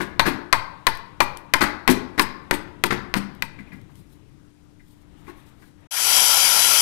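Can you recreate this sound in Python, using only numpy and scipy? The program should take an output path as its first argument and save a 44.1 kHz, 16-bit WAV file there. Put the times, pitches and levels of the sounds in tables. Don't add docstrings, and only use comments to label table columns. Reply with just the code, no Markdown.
import sys
import numpy as np
from scipy import signal
from scipy.fft import rfft, irfft, next_fast_len
from scipy.io import wavfile
from scipy.ndimage import uniform_filter1d, map_coordinates

SR = 44100
rng = np.random.default_rng(int(sys.argv[2]) if len(sys.argv) > 2 else 0)


def unload_wav(signal):
    wavfile.write(
        sys.argv[1],
        SR,
        np.round(np.clip(np.atleast_2d(signal).T, -1, 1) * 32767).astype(np.int16),
    )


def volts_from_decibels(level):
    exponent = np.asarray(level, float) / 20
    return 10 ** exponent


N = 300321

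# f/Hz, level/dB
TEAR_SPECTRUM = [(1470, -25.5), (2500, 3), (4550, 0), (7190, -8), (8140, 0.5), (9730, -4), (11400, 0),
                 (16000, -12.5)]
# start/s, end/s
GAP_S = (5.872, 5.908)


def unit(x):
    return x / np.sqrt(np.mean(x ** 2) + 1e-20)


def along(points, hz):
    f, v = np.transpose(points)
    return np.interp(np.log(hz + 1), np.log(f + 1), v)


def curves(rows):
    s, *cols = np.transpose(rows)
    return [np.interp(np.arange(N) / SR, s, c) for c in cols]


def wobble(rate_hz):
    knots = rng.standard_normal(int(N * rate_hz / SR) + 4)
    return map_coordinates(knots, [np.arange(N) * rate_hz / SR])


def filtered(x, response):
    m = next_fast_len(len(x) + 8192)
    return irfft(rfft(x, m) * response(np.fft.rfftfreq(m, 1 / SR)), m)[:len(x)]


def noise(spectrum, size=N, patchy_db=0):
    z = signal.stft(rng.standard_normal(size), nperseg=512)[2]
    field = uniform_filter1d(rng.standard_normal(z.shape), size=5, axis=0)
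    field = uniform_filter1d(field, size=16, axis=1)
    x = signal.istft(z * volts_from_decibels(patchy_db * unit(field)), nperseg=512)[1][:size]
    return unit(filtered(x, lambda hz: volts_from_decibels(along(spectrum, hz))))


def add(out, s, x):
    out[round(s * SR):][:len(x)] += x


def room_hiss():
    # f/Hz, level/dB
    air = [(1500, -44.5), (2500, -4.5), (5000, 0), (10000, -5), (13000, -14), (16000, -25.5)]
    return volts_from_decibels(-74.5 + 0.67 * wobble(3)) * noise(air, patchy_db=0.5)


def hum():
    # f/Hz, mean level/dB
    tone = [(296.1, -59.5)]
    t = np.arange(N) / SR
    return sum(volts_from_decibels(db + 1.5 * wobble(5.5)) * np.sin(2 * np.pi * hz * t) for hz, db in tone)


def rumble():
    # t/s, level/dB
    course = [(0, -47), (1.2, -52), (2, -48), (3.3, -49), (4, -52), (4.85, -57), (5.15, -54), (5.5, -52),
              (5.86, -55)]
    # f/Hz, level/dB
    low = [(15, -6), (40, -5.5), (100, -2), (180, -4), (230, -9), (340, -10.5), (420, -17), (600, -27),
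           (1100, -79)]
    return volts_from_decibels(curves(course)[0] + 1.2 * wobble(7)) * noise(low, patchy_db=1.5)


def shuffle():
    # t/s, level/dB
    course = [(3.5, -59), (3.76, -60), (3.91, -65.5), (4.86, -71), (5.23, -62.5), (5.36, -58),
              (5.75, -68.5), (5.86, -60)]
    # f/Hz, level/dB
    mid = [(240, -33.5), (400, -12.5), (971, -9.5), (1040, -11), (2120, -15.5), (4000, -23), (5200, -60.5),
           (8800, -120)]
    return volts_from_decibels(curves(course)[0] + .6 * wobble(25)) * noise(mid, patchy_db=1.2)


def sleeve():
    # middle t/s, length/s, level/dB
    rustles = [(3.612, .06, -82), (3.758, 0.053, -72), (3.98, .12, -68), (4.13, 0.064, -67),
               (4.898, .11, -71.5), (5.017, 0.037, -74), (5.21, 0.065, -71), (5.285, 0.057, -64),
               (5.398, .08, -69), (5.49, .06, -65.5), (5.644, .11, -67)]
    # f/Hz, level/dB
    high = [(1800, -24), (3500, -0.5), (6000, -7), (10000, -3.5), (14000, -5.5), (16000, -13)]
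    rest_db = -81.5
    t = np.arange(N) / SR
    swells = sum(volts_from_decibels(db) * np.exp(-(2 * (t - s) / length) ** 2) for s, length, db in rustles)
    return (swells + volts_from_decibels(rest_db)) * volts_from_decibels(2.2 * wobble(69)) * noise(high, patchy_db=1.0)


def workshop():
    return rumble() + hum() + shuffle() + sleeve() + room_hiss()


def air_rush():
    # f/Hz, level/dB
    rush_spectrum = [(12, -52), (20, -23), (224, -21.5), (966, -5.5), (1210, -9.5), (1350, -10.5),
                     (3230, -2.5), (4160, -8), (5830, -2.5), (11500, -5), (15200, -17), (16500, -46)]
    # f/Hz, width/Hz, level/dB
    housing = [(1060, 59, 2), (1366, 86, 11), (3180, 89, 4), (3934, 230, -9.5), (4900, 450, 5),
               (6550, 175, -12), (7465, 400, -2), (8630, 220, -9.5), (10800, 330, 5), (11340, 230, 5)]
    echo_db, echo_s, echo_sway_s = -15.5, 0.0012, .00006

    def resonances(hz):
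        return volts_from_decibels(sum(db * np.exp(-((hz - c) / w) ** 2) for c, w, db in housing))

    rush = volts_from_decibels(0.65 * wobble(250)) * noise(rush_spectrum, patchy_db=1.5)
    rush = unit(filtered(rush, resonances))
    late = np.arange(N) - SR * (echo_s + echo_sway_s * wobble(2.8))
    return unit(rush + volts_from_decibels(echo_db) * map_coordinates(rush, [late]))


def shaft_whine():
    # multiple of the shaft speed, mean level re rush/dB
    harmonics = [(1, -21.5), (3, -23), (4, -15), (5, -21), (6, -10.5), (8, -29), (12, -16)]
    shaft_hz = 990.55
    waver = wobble(12)
    clock = np.cumsum(1 + .0004 * wobble(6)) / SR
    tones = np.zeros(N)
    for k, db in harmonics:
        level = volts_from_decibels(db + 1.7 * np.roll(waver, k * SR // 2))
        tones += level * np.sin(2 * np.pi * k * shaft_hz * clock)
    return tones


def rotary_tool():
    tool_db, start_s, fade_in_s = -18.5, 5.862, 0.26
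    fade = np.clip((np.arange(N) / SR - start_s) / fade_in_s, 0, 1)
    return volts_from_decibels(tool_db) * fade * (air_rush() + shaft_whine())


def shop(x):
    # f/Hz, t60/s
    decay = [(100, 0.35), (300, 0.71), (1000, 0.75), (3000, 0.42), (5000, 0.47), (7000, 0.27),
             (12000, 0.17)]
    hz, t, z = signal.stft(rng.standard_normal(SR * 3 // 4), SR, nperseg=256)
    tail = signal.istft(z * volts_from_decibels(-60 * t / along(decay, hz)[:, None]), SR, nperseg=256)[1]
    return signal.fftconvolve(np.pad(x, (300, 0)), tail / np.linalg.norm(tail))


def ringing(modes, t, attack_s, damping, rough_db):
    hz, db, t60 = np.transpose(modes)[:, :, None]
    strength_db = 1.5 * rng.standard_normal((len(modes), 1))
    detune = .012 * rng.standard_normal((len(modes), 1))
    flutter = uniform_filter1d(rng.standard_normal((len(modes), len(t))), size=160, axis=1)
    flutter_db = rough_db * unit(flutter) * np.clip(t / 0.0054, 0, 1)
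    fade = volts_from_decibels(db + strength_db + flutter_db - 60 * t / (t60 * damping))
    tones = fade * np.sin(2 * np.pi * hz * (1 + detune) * t)
    return np.sum(tones, axis=0) * (1 - np.exp(-t / attack_s))


def favour(modes, place_hz, focus_db):
    return [(hz, db - focus_db * np.log2(hz / place_hz) ** 2, t60) for hz, db, t60 in modes]


def blade(t, start_hz, end_hz, glide_s, held_s):
    hz = end_hz + (start_hz - end_hz) * np.exp(-t / glide_s)
    fade = np.clip(t / 0.0022, 0, 1) * volts_from_decibels(-60 * t / .25) * np.clip((held_s - t) / 0.027, 0, 1)
    return fade * np.sin(2 * np.pi * np.cumsum(hz) / SR)


def uneven(size, spread_db, smooth):
    return unit(volts_from_decibels(spread_db * unit(uniform_filter1d(rng.standard_normal(size), size=smooth))))


def splinters(t, attack_s, t60_s):
    # f/Hz, level/dB
    splinter_spectrum = [(180, -48), (300, -13), (678, -4), (915, -0.5), (1390, 1), (2070, -0.5),
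                         (2980, -13), (4020, -12.5), (5080, -18), (16000, -44.5)]
    burst = uneven(len(t), 3.77, 110) * noise(splinter_spectrum, size=len(t))
    return volts_from_decibels(-60 * t / t60_s) * burst * (1 - np.exp(-t / attack_s))


def tearing(t, delay_s):
    sliding = np.clip((t - delay_s) / .004, 0, 1) * np.clip((delay_s + 0.035 - t) / 0.021, 0, 1)
    return sliding * uneven(len(t), 4, 60) * noise(TEAR_SPECTRUM, size=len(t), patchy_db=2)


def jolt(t, shake_db, push_db):
    # f/Hz, level/dB
    shake_spectrum = [(10, -10), (30, 3.5), (60, -5.5), (130, -2.5), (250, -41)]
    onset = 1 - np.exp(-t / 0.0036)
    shake = volts_from_decibels(shake_db - 60 * t / 0.42) * noise(shake_spectrum, size=len(t))
    push = volts_from_decibels(push_db) * np.exp(-t / .08) * (1 - t / t[-1])
    return onset * (shake + push)


def contact(attack_s, damping, ring_hz, focus_db, bench_hz, bench_focus_db, ring_db, splinter_db,
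            splinter_t60_s, thud_db, thud_attack_s, crack_db, tear_db, tear_delay_s, blade_db,
            jolt_db, push_db, wet_db):
    # f/Hz, level/dB, t60/s
    log_modes = [(600, -18, 0.043), (730, -16.5, 0.079), (860, -13, 0.15), (1063, -5, 0.072),
                 (1300, -11, 0.027), (1495, -9.5, 0.08), (1642, -5, 0.093), (1800, -4.5, 0.022),
                 (1997, -4.5, 0.1), (2106, -3, 0.066), (2380, -1, 0.048), (2431, -8.5, 0.052),
                 (2750, -8.5, 0.024), (3400, -19, .05), (3730, -12.5, 0.032), (4010, -3.5, .028),
                 (4327, -3, 0.035), (4850, -8, .03), (6130, -13, .04), (8600, -27, 0.075)]
    # f/Hz, level/dB, t60/s
    bench_modes = [(107, -9.5, 0.36), (138, -2.5, 0.38), (199.7, -2.5, 0.35), (253.7, -2, 0.25),
                   (300, -1.5, 0.22), (354.8, 2, 0.18), (399, -2, 0.18), (558, -2.5, 0.21)]
    t = np.arange(SR * 3 // 10) / SR
    x = np.zeros(len(t))
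    log = favour(log_modes, ring_hz, focus_db)
    add(x, 0, volts_from_decibels(ring_db) * ringing(log, t[:SR // 7], attack_s, damping, rough_db=4.5))
    x += volts_from_decibels(blade_db) * blade(t, start_hz=1165, end_hz=850.0, glide_s=.016, held_s=0.055)
    x += volts_from_decibels(splinter_db) * splinters(t, attack_s, splinter_t60_s)
    bench = favour(bench_modes, bench_hz, bench_focus_db)
    x += volts_from_decibels(thud_db) * ringing(bench, t, thud_attack_s, damping=0.67, rough_db=60 / bench_focus_db)
    x += volts_from_decibels(crack_db - 60 * t / 0.02) * noise(TEAR_SPECTRUM, size=len(t))
    x += volts_from_decibels(tear_db) * tearing(t, tear_delay_s)
    out = volts_from_decibels(wet_db) * shop(x)
    out[:len(x)] += x + jolt(t, jolt_db, push_db)
    return out


def knock(db, thud_db, scuff_db, bench_hz, ring_hz, thud_attack_s, bench_focus_db, wet_db):
    return volts_from_decibels(db) * contact(
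        .0007 - .0001 * db, .3 - 0.02 * db, ring_hz, 8 - 0.88 * db, bench_hz, bench_focus_db,
        ring_db=-3.0, splinter_db=0.24 * db - 4, splinter_t60_s=0.16,
        thud_db=thud_db, thud_attack_s=thud_attack_s, crack_db=scuff_db - 2,
        tear_db=scuff_db, tear_delay_s=.008, blade_db=-np.inf,
        jolt_db=-23.5, push_db=-45.5, wet_db=wet_db)


def chips(out):
    # t/s, level/dB
    chip_events = [(0.952, -38), (0.9732, -40), (1.3724, -33), (2.6304, -53), (3.3505, -47.5), (3.735, -51),
                   (3.8152, -55), (3.9559, -51.5), (5.8092, -62)]
    t = np.arange(SR // 20) / SR
    fade = volts_from_decibels(-60 * t / 0.0063) + volts_from_decibels(-21 - 60 * t / 0.16)
    for s, db in chip_events:
        add(out, s, volts_from_decibels(db) * fade * noise(TEAR_SPECTRUM, size=len(t)))


def bumps(out):
    # t/s, force/dB, bench thud re force/dB, favoured bench f/Hz, favoured ring f/Hz
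    bump_events = [(3.586, -35, 6, 200, 2110), (3.668, -44, -8, 200, 2380), (3.716, -39.5, -1, 195, 2070),
                   (3.728, -38.5, 7.5, 195, 2040), (3.892, -45.5, -0.5, 116, 895),
                   (4.15, -64, 22, 102.5, 2200), (4.794, -49, -9, 200, 1950), (5.267, -40, -12, 345, 1750),
                   (5.279, -30, -5.5, 345, 1133), (5.619, -40.5, -16, 310, 1350)]
    for s, db, thud_db, bench_hz, ring_hz in bump_events:
        add(out, s, knock(db, thud_db, -33, bench_hz, ring_hz,
                          thud_attack_s=0.0073, bench_focus_db=44, wet_db=-12))


def rebounds(out):
    # t/s, force/dB, bench thud re force/dB, scuff re force/dB, favoured bench f/Hz
    rebound_events = [(.002, -18.5, -5.5, -24, 300), (.254, -13.5, -12.5, -22, 202),
                      (.265, -16, -2.5, -21, 300), (1.608, -7.5, -12, -21.5, 300),
                      (1.889, -12.5, 0.5, -11.5, 275), (2.178, -15.5, -7, -22, 270),
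                      (2.526, -21.5, -4.5, -17, 324), (2.905, -14, -4.5, -26.5, 221),
                      (3.153, -19, -1, -19, 207)]
    for s, db, thud_db, scuff_db, bench_hz in rebound_events:
        add(out, s, knock(db, thud_db, scuff_db, bench_hz, ring_hz=1390,
                          thud_attack_s=.004, bench_focus_db=16.5, wet_db=-9.0))


def glancing_blow(out):
    # t/s, force/dB, favoured ring f/Hz
    s, db, ring_hz = (3.423, -7.5, 3170)
    add(out, s, volts_from_decibels(db) * contact(
        0.00019, 0.29, ring_hz, focus_db=9.5, bench_hz=210.3, bench_focus_db=15,
        ring_db=-6.0, splinter_db=-17.5, splinter_t60_s=.05, thud_db=-30, thud_attack_s=.002,
        crack_db=-17, tear_db=-43, tear_delay_s=.01, blade_db=-27,
        jolt_db=-42, push_db=-33, wet_db=-16))


def blows(out):
    # bench thud/dB, steel crack/dB, tearing/dB
    blow_events = [(.195, -4, -30.5, -14, -39), (.527, -4, -31, -9.5, -40.5),
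                   (.868, -4.5, -30.5, -9, -37.5), (1.204, -5, -25.5, -14, -29.5),
                   (1.537, -5, -27.5, -6.5, -40.5), (1.877, -7, -19.5, -10.5, -33),
                   (2.195, -6, -19, -10, -24), (2.51, -8.5, -18, -11.5, -35), (2.838, -9, -16, -7.5, -29),
                   (3.14, -12, -29, -15.5, -34)]
    full_ring, ring_per_db = 0.65, 0.03
    bright_hz, bright_per_db = 3000, 0.48
    for s, db, thud_db, crack_db, tear_db in blow_events:
        ring = full_ring + ring_per_db * db
        add(out, s, volts_from_decibels(db) * contact(
            0.00018, ring, bright_hz, focus_db=-bright_per_db * db, bench_hz=300, bench_focus_db=15,
            ring_db=-5.5, splinter_db=-5, splinter_t60_s=.12 * ring,
            thud_db=thud_db, thud_attack_s=0.0015, crack_db=crack_db,
            tear_db=tear_db, tear_delay_s=0.012, blade_db=-11 + .6 * db,
            jolt_db=-29.5, push_db=-23.0, wet_db=-14.5))


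def carving():
    out = np.zeros(N + 2 * SR)
    chips(out)
    bumps(out)
    rebounds(out)
    glancing_blow(out)
    blows(out)
    return out[:N]


def scene():
    t = np.arange(N) / SR
    first = np.clip((GAP_S[0] - t) / 0.0026, 0, 1) * (carving() + workshop())
    second = np.clip((t - GAP_S[1]) / 0.0073, 0, 1) * rotary_tool()
    return np.array([first + second, np.zeros(N)])


def idle_input():
    # f/Hz, level/dB
    hiss_spectrum = [(10, 14), (30, 7), (150, -7.5), (500, -19.5), (2000, -28), (5000, -24.5), (10000, -33),
                     (16000, -42.5)]
    t = np.arange(N) / SR
    return volts_from_decibels(-64) * noise(hiss_spectrum) * ((t < GAP_S[0]) | (t > GAP_S[1]))


def roll_off(x):
    return signal.sosfilt(signal.butter(12, 16780, fs=SR, output="sos"), x)


def record(dry):
    raw = volts_from_decibels(6.5) * dry[0]
    left = raw / (1 + np.abs(raw / .93) ** 8) ** (1 / 8)
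    band_limit = [(15600, -0.5), (15900, -29.0), (17000, -48.5)]  # f/Hz, level/dB
    left = filtered(left, lambda hz: volts_from_decibels(along(band_limit, hz)))
    return roll_off(np.array([left, idle_input()]))


dry = scene()
out = record(dry)
unload_wav(out)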